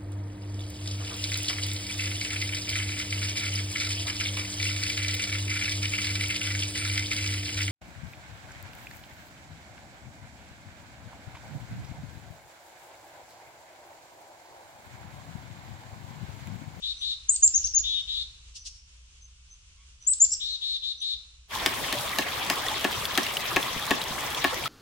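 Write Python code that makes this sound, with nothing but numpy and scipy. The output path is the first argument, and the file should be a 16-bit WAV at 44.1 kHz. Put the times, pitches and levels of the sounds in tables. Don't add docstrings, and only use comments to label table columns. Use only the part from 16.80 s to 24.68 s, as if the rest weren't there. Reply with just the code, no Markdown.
import sys
import numpy as np
from scipy import signal
from scipy.fft import rfft, irfft
from scipy.io import wavfile

SR = 44100
rng = np.random.default_rng(int(sys.argv[2]) if len(sys.argv) > 2 else 0)


def persist_wave(psi):
    counts = np.round(np.clip(psi, -1, 1) * 32767).astype(np.int16)
    wavfile.write(sys.argv[1], SR, np.atleast_2d(counts).T)


N = 347508
T = np.arange(N) / SR
STREAM_START_S = 4.705
EAR_LAG_S = .00012


def undb(db):
    return 10 ** (np.asarray(db) / 20)


def unit(x):
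    return x / np.sqrt(np.mean(x ** 2))


def shape(points, hz):
    f, db = np.transpose(points)
    octave, knots = np.log2(np.maximum(hz, 1)), np.log2(f)
    outside = np.abs(octave - np.clip(octave, knots[0], knots[-1]))
    return undb(np.interp(octave, knots, db) - 40 * outside)


def colour(x, points):
    n = x.shape[-1]
    return irfft(rfft(x) * shape(points, np.fft.rfftfreq(n, 1 / SR)), n)


def lowpass(x, hz):
    return signal.sosfilt(signal.ellip(10, .2, 70, hz, fs=SR, output="sos"), x)


def walk(rate_hz, n=N):
    position = np.arange(n) * rate_hz / SR
    count = int(position[-1]) + 2
    return 1.95 * np.interp(position, np.arange(count), rng.standard_normal(count))


def add(out, s, sound, pan_db=0, lag_s=0):
    part = undb(np.array([[pan_db], [-pan_db]]) / 2) * sound
    for ear, late in enumerate((lag_s, 0)):
        i = min(max(int(s * SR) + round(late * SR), 0), N)
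        out[ear, i:i + part.shape[1]] += part[ear, :N - i]


def echoes(x, t60_s, level_db, delay_s):
    t = np.arange(SR) / SR
    tail = rng.standard_normal((2, SR)) * undb(-60 * t / t60_s) * (t > delay_s)
    tail /= np.sqrt(np.sum(tail ** 2, axis=1, keepdims=True))
    return undb(level_db) * signal.fftconvolve(x[:1], tail, axes=1)[:, :N]


def stereo_noise(side_spectrum):
    mid, side = rng.standard_normal((2, N))
    return mid + np.array([[1], [-1]]) * colour(side, side_spectrum)


def whistle(hz, waver, flutter_db):
    phase = 2 * np.pi * np.cumsum(hz * (1 + waver * walk(1200, len(hz)))) / SR
    return np.sqrt(2) * np.sin(phase) * undb(flutter_db * walk(400, len(hz)))


def arch(n, start_hz, top_hz, end_hz, crest, bend=2.3):
    u, crest = np.linspace(0, 1, n), np.clip(crest, .1, .95)
    climb = np.maximum(1 - u / crest, 0)
    sag = np.maximum((u - crest) / (1 - crest), 0)
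    return top_hz + (start_hz - top_hz) * climb ** bend + (end_hz - top_hz) * sag ** 2


def envelope(n, attack_s, release_s):
    t = np.arange(n) / SR
    return np.minimum(t / attack_s, 1) * np.minimum((t[-1] - t) / release_s, 1)


# (frequency [Hz], level [dB])
RUMBLE_SPECTRUM = [(20, -10.5), (42, -7), (60, 0), (80, -11.5), (105, -20), (140, -26.5), (175, -35),
                   (250, -42)]
# (time [s], relative level [dB])
RUMBLE_SWELL = [(0.0, -58.5), (0.72, -55), (0.78, -50.5), (2.09, -59), (3.51, -58.5), (4.27, -66.5),
                (4.34, -59.5), (4.6, -60.5)]


def rumble(gain_db=4):
    noise = unit(colour(stereo_noise([(20, -26.5), (60, -24), (250, -8.5)]), RUMBLE_SPECTRUM))
    return noise * undb(np.interp(T, *np.transpose(RUMBLE_SWELL)) + gain_db)


# (frequency [Hz], level [dB])
HISS_SPECTRUM = [(120, -7.5), (190, -7), (255, -21.5), (340, -14), (500, -16), (720, -20.5), (1000, -12.5),
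                 (1300, -11), (1900, -15), (2900, -3.5), (4200, -8.5), (6200, -6), (8000, -11),
                 (11000, -24)]
# (time [s], relative level [dB])
HISS_SWELL = [(0, -64.5), (1.35, -64), (1.9, -70), (3.1, -69.5), (3.5, -66), (4.6, -70)]


def background_hiss(gain_db=10, flicker_db=.7):
    noise = stereo_noise([(200, -3), (700, -13), (1300, -3), (2000, 5.5), (3000, .5), (11000, 4.5)])
    level_db = np.interp(T, *np.transpose(HISS_SWELL)) + gain_db + flicker_db * walk(22)
    return unit(colour(noise, HISS_SPECTRUM)) * undb(level_db)


# (time [s], duration [s], top pitch [Hz], crest [0-1], relative level [dB], roughness [0-1])
DEE_NOTES = [(0.018, 0.12, 373, 0.91, -34.5, .17), (0.206, 0.14, 372.2, 0.6, -33.2, .22),
             (1.028, 0.193, 338.9, 0.39, -32, 0.18), (1.269, .17, 364.5, 0.96, -34.5, 0.78),
             (3.597, .175, 382, .75, -35, 0.26), (3.807, .175, 376.3, .55, -33.5, .19),
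             (4.017, 0.12, 372.6, 0.69, -34, 0.24), (4.205, .15, 374.5, 0.61, -33.5, 0.25)]
# (harmonic number, level [dB])
SYRINX_PARTIALS = [(4, -48), (5, -38), (7, -34), (8, -23), (9, -12), (10, -2), (11, 0), (12, -13),
                   (13, -19), (14, -28), (16, -25), (17, -32), (20, -29), (28, -48)]
# (frequency [Hz], gain [dB])
THROAT_RESPONSE = [(1200, -6), (3000, -2), (3350, -5), (3700, 2), (4100, -3), (10500, -5)]
# (frequency [Hz], level [dB])
BREATH_SPECTRUM = [(2200, -21.5), (2800, 0), (4800, 9), (5300, 1.5), (7500, -15.5), (10000, -29)]


def dees(start_hz=318.4, jitter=.02, hiss_share=.55, breath_db=-21, gain_db=2, swell_db=1):
    out = np.zeros((2, N))
    for s, length, top_hz, crest, db, rough in DEE_NOTES:
        n = int(length * SR)
        end_hz = start_hz + .45 * (top_hz - start_hz)
        hz = arch(n, start_hz, top_hz, end_hz, crest)
        gain = envelope(n, attack_s=.023, release_s=.016)
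        gain *= undb(db + gain_db + swell_db * np.linspace(0, 1, n))
        unrest = rough + np.exp(-np.arange(n) / SR / .018)
        phase = 2 * np.pi * np.cumsum(hz * (1 + jitter * unrest * walk(502, n))) / SR
        buzz = np.zeros(n)
        for k in np.arange(4, 29):
            strength = shape(SYRINX_PARTIALS, k) * shape(THROAT_RESPONSE, k * hz)
            buzz += strength * np.cos(k * phase + 2 * np.pi * rng.random())
        pulsed_noise = rng.standard_normal(n) * (1 + np.cos(phase))
        hiss = colour(pulsed_noise, [(k * hz.mean(), level) for k, level in SYRINX_PARTIALS])
        voice = unit(unit(buzz) + hiss_share * unrest * unit(hiss))
        breath = undb(breath_db) * unit(colour(rng.standard_normal(n), BREATH_SPECTRUM))
        add(out, s, gain * (voice + breath), pan_db=7, lag_s=EAR_LAG_S)
    return out


# (time [s], duration [s], pitch [Hz], level [dB])
CONTACT_NOTES = [(0.171, 0.065, 6040, -50.5), (0.206, 0.035, 9540, -55.5), (1.775, 0.067, 5950, -54),
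                 (2.407, 0.064, 6210, -55.5), (2.695, 0.06, 6130, -54), (3.201, 0.077, 6010, -54.5),
                 (3.594, 0.18, 6000, -56), (4.173, 0.063, 6000, -51), (4.207, 0.037, 9600, -57.5)]


def contact_notes():
    out = np.zeros((2, N))
    for s, length, hz, db in CONTACT_NOTES:
        n = int(length * SR)
        gain = undb(db) * envelope(n, attack_s=.02, release_s=.015)
        add(out, s, gain * whistle(np.full(n, hz), waver=.005, flutter_db=3))
    return out


# (time [s], duration [s], start pitch [Hz], top pitch [Hz], pitch before the plunge [Hz],
# crest [0-1], beak resonance [Hz], relative level [dB], left minus right [dB])
CHIP_NOTES = [(0.485, 0.082, 6120, 8290, 8200, .64, 7180, -16, 4),
              (.622, 0.061, 6210, 7590, 7550, .92, 7110, -10.5, 0.5),
              (0.734, .051, 5200, 6820, 6500, 0.91, 6530, -17, 6.5),
              (0.837, 0.042, 5200, 6650, 6300, 0.93, 5870, -20.5, 6.5),
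              (0.934, .063, 5200, 6776, 5670, 0.6, 6890, -17, 7),
              (3.265, 0.076, 6420, 8080, 7860, 0.55, 7560, -17, 6),
              (3.398, 0.057, 6100, 7350, 6670, 0.76, 7250, -13, 4),
              (3.514, .031, 6740, 7630, 7450, .55, 7160, -20.5, 2)]
# (frequency [Hz], level [dB])
SCRATCH_SPECTRUM = [(2800, -12.5), (4200, 5.5), (5600, 6.5), (7000, -7)]


def chips(bandwidth_hz=700, plunge_s=.009, plunge_depth=.45, scratch_db=-10.5, fade_db=-5):
    out = np.zeros((2, N))
    for s, length, start_hz, top_hz, end_hz, crest, beak_hz, db, pan_db in CHIP_NOTES:
        n = int(length * SR)
        plunge = np.maximum(1 - np.arange(n)[::-1] / SR / plunge_s, 0)
        hz = arch(n, start_hz, top_hz, end_hz, crest) * (1 - plunge_depth * plunge ** 2)
        resonance = 1 / np.hypot(1, 2 * (hz - beak_hz) / bandwidth_hz)
        gain = envelope(n, attack_s=.008, release_s=.004) * undb(db + fade_db * np.linspace(0, 1, n))
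        noise = unit(colour(rng.standard_normal(n), SCRATCH_SPECTRUM))
        scratch = undb(scratch_db) * np.sqrt(plunge) * noise
        tone = resonance * whistle(hz, waver=.003, flutter_db=1.13)
        add(out, s, gain * (tone + scratch), pan_db, EAR_LAG_S)
    return out


# (time [s], half-width [s], level [dB])
WING_STROKES = [(0.555, 0.022, -46), (0.641, 0.032, -51), (0.84, 0.014, -43.5), (.87, 0.011, -40),
                (0.983, 0.024, -41), (1.767, 0.016, -40), (1.871, 0.017, -37), (1.965, 0.028, -56)]
# (frequency [Hz], level [dB])
FEATHER_SPECTRUM = [(710, -57.5), (1200, -38.5), (1400, -53.5), (1570, -29), (2360, -22.5), (2820, -5),
                    (3120, -10), (5540, 1.5), (11000, -21), (14300, -51.5), (22000, -120)]


def wings():
    out = np.zeros((2, N))
    strokes = sum(undb(db) * np.exp(-((T - s) / width) ** 2) for s, width, db in WING_STROKES)
    hiss = unit(colour(stereo_noise([(1000, -4), (11000, -.5)]), FEATHER_SPECTRUM))
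    add(out, 0, strokes * hiss, pan_db=2)
    return out


def far_call(start_s=2.94, length_s=.14, hz=1100, level_db=-67, waver=.025):
    out, n = np.zeros((2, N)), int(length_s * SR)
    phase = 2 * np.pi * np.cumsum(hz * (1 + waver * walk(400, n))) / SR
    harmonics = .7 * np.sin(phase) + np.sin(2 * phase) + np.sin(3 * phase)
    add(out, start_s, undb(level_db) * harmonics * np.hanning(n))
    return out


# (time [s], duration [s], start pitch [Hz], top pitch [Hz])
RASP_NOTE = (3.503, .058, 5150, 5800)


def rasp(level_db=-33):
    s, length, start_hz, top_hz = RASP_NOTE
    out, n = np.zeros((2, N)), int(length * SR)
    hz = arch(n, start_hz, top_hz, start_hz, crest=.61)
    gain = undb(level_db) * envelope(n, attack_s=.019, release_s=.0099)
    add(out, s, gain * whistle(hz, waver=.035, flutter_db=2))
    return out


# (frequency [Hz], gain [dB])
FAR_PATH_RESPONSE = [(1000, -0.5), (3700, -2.5), (5600, 11), (6800, -8), (8200, -5), (11000, -15)]


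def wood(cutoff_hz=10700):
    birds = chips() + rasp() + dees() + contact_notes() + wings() + far_call()
    near = echoes(birds, t60_s=.29, level_db=-10, delay_s=.0033)
    far = echoes(colour(birds, FAR_PATH_RESPONSE), t60_s=.75, level_db=-16, delay_s=.0067)
    return lowpass(birds + near + far + rumble() + background_hiss(), cutoff_hz)


# (frequency [Hz], level [dB])
STREAM_SPECTRUM = [(20, -8), (62, 2.5), (135, 2), (170, -3), (400, -0.5), (750, 0), (1100, 3.5),
                   (1450, -3.5), (1850, 0), (2800, -2), (3350, 1.5), (4400, -7.5), (7000, -13),
                   (16000, -17)]
# (frequency [Hz], side minus mid [dB])
STREAM_WIDTH = [(40, -22), (150, -3.5), (1000, -3.5), (2500, -2), (3400, -3), (5500, 2), (7800, -1),
                (9500, 2.5), (16000, -1)]


def rush(level_db=-33.5, flicker_db=2, surge_db=.4):
    spectrum = rfft(unit(colour(stereo_noise(STREAM_WIDTH), STREAM_SPECTRUM)))
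    octave = np.log2(np.maximum(np.fft.rfftfreq(N, 1 / SR), 1))
    out = np.zeros((2, N))
    for centre in np.arange(4, 14.6, .5):
        band = irfft(spectrum * np.maximum(1 - 2 * np.abs(octave - centre), 0), N)
        out += band * undb(flicker_db * walk(45))
    return out * undb(level_db + surge_db * walk(14))


def bubble(hz, cycles, rise):
    u = np.linspace(0, 1, int(cycles * SR / hz) + 2)
    phase = 2 * np.pi * np.cumsum(hz * (1 + rise * u)) / SR
    return np.sin(phase) * undb(-40 * u) * (1 - np.exp(-u * cycles))


def bubbles(count=2200, level_db=-39, spread_db=3.5, low_hz=600, high_hz=6000):
    out = np.zeros((2, N))
    for when, pitch, rarity, ring, place in rng.random((count, 5)):
        s = STREAM_START_S + when * (T[-1] - STREAM_START_S)
        hz = low_hz * (high_hz / low_hz) ** pitch
        strength = undb(-spread_db * np.log(max(rarity, .02)))
        gain = strength * shape(STREAM_SPECTRUM, hz) * np.sqrt(hz / low_hz)
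        add(out, s, gain * bubble(hz, cycles=24 * (.5 + ring), rise=.076), pan_db=16 * (place - .5))
    return out * undb(level_db) / np.std(out[:, T > STREAM_START_S])


def spray(rate_hz=700, spread_db=4, level_db=-45):
    size = undb(spread_db * np.minimum(rng.exponential(size=N), 5))
    splashes = size * (rng.random(N) < rate_hz / SR)
    clicks = splashes * (rng.choice([-1, 1], N) + .42 * rng.standard_normal((2, N)))
    crackle = colour(clicks, [(2000, -5.5), (3500, 10), (6000, 6.5), (10000, .5), (16000, 1)])
    return undb(level_db) * unit(crackle)


# (time [s], crack gain [dB], thud gain [dB], crack brightness [Hz])
PECK_BLOWS = [(4.861, -6.5, -13, 5800), (5.126, -15, -16.5, 8140), (5.386, -10.5, -9.5, 5770),
              (5.6996, -9.5, -11.5, 7560), (6.0437, -13, -6.5, 4070), (6.3763, -7, -6.5, 6000),
              (6.762, -10, -3.5, 4020), (7.108, -10, -4.5, 4050), (7.6423, -11, -5, 4030)]
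# (frequency [Hz], relative level [dB], 60 dB decay time [s])
LOG_MODES = [(196, -12.5, 0.097), (291.5, 1, 0.077), (378, 0, 0.057), (612, -1.5, 0.024), (747, 1, 0.025),
             (918, -8, 0.049), (1099, -5.5, 0.08), (1280, -30, 0.033), (1680, 0.5, 0.052),
             (1838, 3.5, 0.049), (2055, -8.5, 0.021), (2655, 6, 0.015), (2820, -5, 0.0095),
             (3670, -6, 0.025)]


def woodpecker(crack_s=.0027, crush_s=.0033, thud_delay_s=.0046, log_db=-16, crush_db=-5.5, pan_db=2.5):
    out, t = np.zeros((2, N)), np.arange(SR // 5) / SR
    ring = sum((-1) ** k * undb(log_db + db - 60 * t / t60) * np.sin(2 * np.pi * hz * t)
               for k, (hz, db, t60) in enumerate(LOG_MODES))
    for s, crack_db, thud_db, bright_hz in PECK_BLOWS:
        fibres = rng.standard_normal((3, len(t)))
        splinter = (fibres[0] + .5 * fibres[1:]) * np.exp(-t / crack_s)
        crack = colour(splinter, [(400, -3), (1800, 2), (3500, 3), (bright_hz, -6), (16000, -15)])
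        add(out, s, undb(crack_db) * crack, pan_db)
        add(out, s, .28 * undb(thud_db) * ring, pan_db)
        crush = colour(fibres[0] * np.exp(-t / crush_s), [(200, 5.5), (1800, 2), (6000, -10.5)])
        add(out, s + thud_delay_s, undb(thud_db) * (ring + undb(crush_db) * crush), pan_db)
    return out + echoes(out, t60_s=.19, level_db=-7, delay_s=.0046)


# (time [s], pitch [Hz], level [dB])
NEAR_DROPS = [(5.15, 574, -27), (5.865, 1880, -23), (5.884, 3480, -19), (5.896, 3160, -22.5),
              (5.914, 845, -24.5), (6.126, 3190, -22), (6.253, 3320, -16), (6.254, 4280, -26),
              (6.353, 3360, -20), (6.432, 5500, -18.5), (6.465, 2780, -20), (6.569, 3000, -15.5),
              (6.828, 3320, -18.5), (7.024, 3380, -26), (7.216, 3830, -19), (7.547, 3280, -21),
              (7.857, 1284, -22.5)]


def drops(slap_db=-7, slap_s=.0048):
    out, t = np.zeros((2, N)), np.arange(SR // 20) / SR
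    for s, hz, db in NEAR_DROPS:
        burst = rng.standard_normal(len(t)) * np.exp(-t / slap_s)
        slap = colour(burst, [(1000, -7), (3500, 9), (7000, -5.5), (16000, -7)])
        add(out, s, undb(db + slap_db) * slap)
        add(out, s, undb(db) * bubble(hz, cycles=48, rise=.081))
    return out


def scene(fade_s=.066):
    change = np.clip((T - STREAM_START_S) / fade_s + .5, 0, 1) ** 2
    water = np.zeros((2, N))
    add(water, 0, rush() + bubbles() + drops() + spray(), pan_db=1.17)
    return wood() * (1 - change) + (water + woodpecker()) * change


def record(dry):
    return lowpass(dry, hz=15900)


dry = scene()
out = record(dry)
persist_wave(out)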